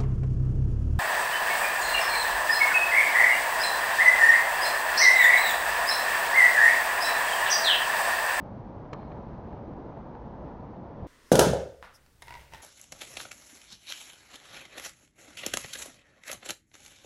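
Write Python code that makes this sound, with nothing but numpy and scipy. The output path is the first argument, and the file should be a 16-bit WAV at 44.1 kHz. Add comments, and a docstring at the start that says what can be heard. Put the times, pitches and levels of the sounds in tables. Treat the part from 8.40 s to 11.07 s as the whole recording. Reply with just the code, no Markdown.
"""An outdoor tennis court: one sharp racket stroke, then a few duller, more distant ball bounces.
Strokes and bounces are decaying modes, the stroke with a noise crack; fences and the far wall answer
with filtered echoes and a noise tail. Coloured noise makes the rest: distant tyre roar and engine rumble,
one vehicle swelling midway, and soft low puffs of wind on the microphone."""
import sys
import numpy as np
from scipy import signal
from scipy.fft import rfft, irfft, next_fast_len
from scipy.io import wavfile
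from scipy.ndimage import map_coordinates

SR = 44100
rng = np.random.default_rng(int(sys.argv[2]) if len(sys.argv) > 2 else 0)


def transcribe(signal):
    """Save signal, clipped to [-1, 1], as a 16-bit WAV file at the path in sys.argv[1]."""
    frames = np.atleast_2d(signal).T
    limited = np.clip(frames, -1, 1)
    pcm = np.round(limited * 32767).astype(np.int16)
    wavfile.write(sys.argv[1], SR, pcm)


N = 117747  # length [samples]


def amp(db):
    """Decibels to gain."""
    return 10 ** (np.asarray(db) / 20)


def unit(x):
    """Scale to rms 1."""
    return x / np.sqrt(np.mean(x ** 2) + 1e-20)


def curve(rows):
    """Draw straight lines through (time [s], value) rows, one value per sample."""
    return np.interp(np.arange(N) / SR, *np.transpose(rows))


def wobble(rate):
    """A smooth random curve through `rate` random knots a second."""
    knots = rng.standard_normal(int(N * rate / SR) + 4)
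    return map_coordinates(knots, [np.arange(N) * rate / SR])


def filtered(x, response):
    """Shape the spectrum of x by a gain that is a function of frequency [Hz]."""
    size = next_fast_len(N + 8192)
    hz = np.fft.rfftfreq(size, 1 / SR)
    return irfft(rfft(x, size) * response(hz), size)[:N]


def noise(spectrum):
    """Noise of rms 1 coloured by (frequency [Hz], relative level [dB]) points."""
    knot_hz, knot_db = np.transpose(spectrum)

    def colour(hz):
        return amp(np.interp(np.log(hz + 1), np.log(knot_hz + 1), knot_db))

    return unit(filtered(rng.standard_normal(N), colour))


def delayed(x, seconds):
    """Start x later by the given seconds."""
    return np.pad(x, (max(round(seconds * SR), 0), 0))[:N]


def ring(modes, contact_s, scatter=1):
    """Damped sine modes that build up during the contact; scatter=0 starts them all in step."""
    t = np.arange(N) / SR
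    tones = 0
    for hz, db, t60 in modes:
        phase = scatter * rng.random()  # [cycles]
        tones = tones + amp(db - 60 * t / t60) * np.sin(2 * np.pi * (hz * t + phase))
    return tones * (1 - np.exp(-t / contact_s))


def traffic(waver_db=.5):
    """Tyre roar from distant roads: coloured noise with a slightly wavering level."""
    # colour of the tyre roar and hiss: (frequency [Hz], relative level [dB per Hz])
    roar_colour = [(60, -28.5), (200, -3), (300, 1.5), (400, -0.5), (560, 0.5), (760, -1.5), (950, -2.5),
                   (1130, -10.5), (1400, -16), (2000, -25), (2700, -32.5), (4000, -37.5), (5200, -42.5),
                   (6500, -46.5), (6850, -57.5), (7200, -80.5)]
    # loudness before the waver: (time [s], level [dB])
    roar_level = [(0, -45.4), (.5, -46), (.8, -44.5), (.92, -44), (1.02, -45.5), (1.13, -44.5),
                  (1.3, -45.5), (1.62, -45), (1.72, -46.5), (1.95, -45), (2.06, -44), (2.2, -45.5),
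                  (2.45, -46), (2.67, -44.5)]
    level_db = curve(roar_level) + waver_db * wobble(22)
    return amp(level_db) * noise(roar_colour)


def rumble(swell_db=-0.46):
    """Far engines drone unevenly: bass noise under a slowly wandering level."""
    # colour of the engine drone: (frequency [Hz], relative level [dB per Hz])
    drone_colour = [(10, -20.5), (25, -6.5), (40, -3), (58, 1.5), (80, -1), (110, 0.5), (165, 0), (220, -1),
                    (320, -12.5), (600, -35.5), (4000, -120)]
    # loudness before the random swell: (time [s], level [dB])
    drone_level = [(0, -42), (.2, -42.5), (.45, -47.5), (.68, -42), (.8, -45), (1.05, -43.5), (1.32, -42.5),
                   (1.5, -46), (1.95, -43.5), (2.2, -44.5), (2.45, -44.5), (2.67, -45)]
    level_db = curve(drone_level) + swell_db * wobble(9.6)
    return amp(level_db) * noise(drone_colour)


def vehicle():
    """A far vehicle: low-mid noise that swells out of the traffic and fades on a bell curve."""
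    # swells: (peak time [s], level [dB], standard deviation of the bell [s])
    passes = [(1.369, -48, 0.18)]
    # colour of its roar: (frequency [Hz], relative level [dB per Hz])
    roar_colour = [(150, -24.5), (240, -0.5), (300, -0.5), (450, -6.5), (700, -24), (2000, -62.5),
                   (4000, -120)]
    t = np.arange(N) / SR
    swell = sum(amp(db) * np.exp(-.5 * ((t - peak) / width) ** 2) for peak, db, width in passes)
    return swell * noise(roar_colour)


def wind():
    """Puffs on the microphone: bass noise that rises quickly, holds and falls away."""
    # puffs: (start [s], length from start to fall [s], level [dB])
    puffs = [(0.343, 0.1, -43.5), (0.865, 0.052, -38.5), (0.909, 0.088, -42), (1.107, 0.045, -42),
             (1.163, .02, -45), (1.599, 0.039, -40), (1.987, 0.11, -46), (2.622, 0.078, -43.5)]
    # colour of the wind: (frequency [Hz], relative level [dB per Hz])
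    wind_colour = [(15, -22.5), (35, 0), (60, 4.5), (110, 1), (170, -4), (300, -19), (1000, -52),
                   (4000, -120)]
    rise_s, fall_s = 0.0041, 0.0021  # linear rise time, time constant of the fall
    t = np.arange(N) / SR
    flow = 0
    for start, length, db in puffs:
        rise = np.clip((t - start) / rise_s, 0, 1)
        fall = np.exp(-np.maximum(t - start - length, 0) / fall_s)
        flow = flow + amp(db) * rise * fall
    return flow * noise(wind_colour)


def racket():
    """The ball thumps and cracks against the strings, and both ring briefly as damped modes."""
    # racket strokes: (time [s], level [dB])
    strokes = [(0.5298, -31)]
    # ringing of ball and strings: (frequency [Hz], relative level [dB], decay by 60 dB [s])
    string_modes = [(426, -1.5, 0.045), (609, -0.5, 0.035), (960, -1.5, .05), (1270, 2.5, 0.024),
                    (1880, -10, 0.04), (2225, -5.5, 0.03), (3030, -19, .022), (3124, -10.5, 0.028),
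                    (3830, -21, 0.026), (4170, -18.5, 0.039), (5200, -20, .018), (6300, -21, 0.015)]
    # low push of the flattening ball: (frequency [Hz], relative level [dB], decay by 60 dB [s])
    thump_modes = [(127, 4.5, 0.032), (304, -3.5, .035)]
    # colour of the contact crack: (frequency [Hz], relative level [dB per Hz])
    crack_colour = [(150, -5), (600, 5), (1100, 4.5), (1600, -5), (2300, -8), (3100, -13.5), (4500, -19),
                    (6400, -26.5), (7500, -26.5)]
    contact_s = 0.0022  # time constant as the strings take up the ball
    crack_db, crack_hold_s, crack_t60_s = -3.5, 0.0059, 0.022  # crack_db is relative to the stroke

    t = np.arange(N) / SR
    crack_decay = amp(crack_db - 60 * np.maximum(t - crack_hold_s, 0) / crack_t60_s)
    crack_envelope = (1 - np.exp(-t / contact_s)) * crack_decay
    thump = ring(thump_modes, contact_s, scatter=0)
    hits = 0
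    for start, db in strokes:
        crack = crack_envelope * noise(crack_colour)
        hit = thump + ring(string_modes, contact_s) + crack
        hits = hits + delayed(amp(db) * hit, start)
    return hits


def court(x):
    """The direct sound, dull echoes from fences and wall, and a soft tail of scattered sound."""
    # fences and, last, the far wall: (delay [s], level [dB], half-gain frequency of the dulling [Hz])
    echo_paths = [(0.0141, -4, 1490), (0.02, -12.5, 1900), (0.0365, -15.5, 1200), (0.053, -24, 4800),
                  (0.066, -21, 4800), (0.085, -21.5, 4760), (0.097, -12.5, 1800), (0.1861, -13.5, 4800)]
    # colour of the scatter from fences and trees: (frequency [Hz], relative level [dB])
    scatter_colour = [(300, -1.5), (1000, 3.5), (1800, 2.5), (2400, 0), (3000, 0.5), (4200, 6.5),
                      (6000, -7.5), (7300, -24.5)]
    scatter_db, rise_s, t60_s = -17.5, .035, 0.94  # level, rise time constant, decay by 60 dB

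    t = np.arange(N) / SR
    tail = noise(scatter_colour) * (1 - np.exp(-t / rise_s)) * amp(-60 * t / t60_s)
    tail = tail / np.linalg.norm(tail)
    scattered = amp(scatter_db) * signal.fftconvolve(x, tail)[:N]
    echoes = 0
    for delay, db, dull_hz in echo_paths:
        echo = filtered(delayed(x, delay), lambda hz: 1 / (1 + (hz / dull_hz) ** 6))
        echoes = echoes + amp(db) * echo
    return x + echoes + scattered


def bounces():
    """Far balls pop on the hard court: the hollow ball's modes start in step and die at once."""
    # distant bounces: (time [s], level [dB])
    landings = [(1.131, -34), (1.5749, -33.5), (1.7522, -30)]
    # the hollow ball: (frequency [Hz], relative level [dB], decay by 60 dB [s])
    ball_modes = [(431, -2, 0.017), (860, 2.5, 0.014), (1393, -4.5, 0.0073), (1597, -13.5, 0.0087),
                  (2160, -16, 0.006), (2540, -22.5, 0.0045)]
    pop = ring(ball_modes, contact_s=0.00079, scatter=0)
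    return sum(delayed(amp(db) * pop, start) for start, db in landings)


def scene():
    """The play, echoed by the court, over traffic and wind."""
    play = court(racket() + bounces())
    background = traffic() + rumble() + vehicle() + wind()
    return (play + background)[None]


def record(dry):
    """Limit the band: the gain falls linearly to silence around the top frequency."""
    top_hz, slope_hz = 7560, 300  # half-gain frequency, width of the fall

    def band_edge(hz):
        return np.clip((top_hz - hz) / slope_hz + .5, 0, 1)

    return np.array([filtered(x, band_edge) for x in dry])


dry = scene()
out = record(dry)
transcribe(out)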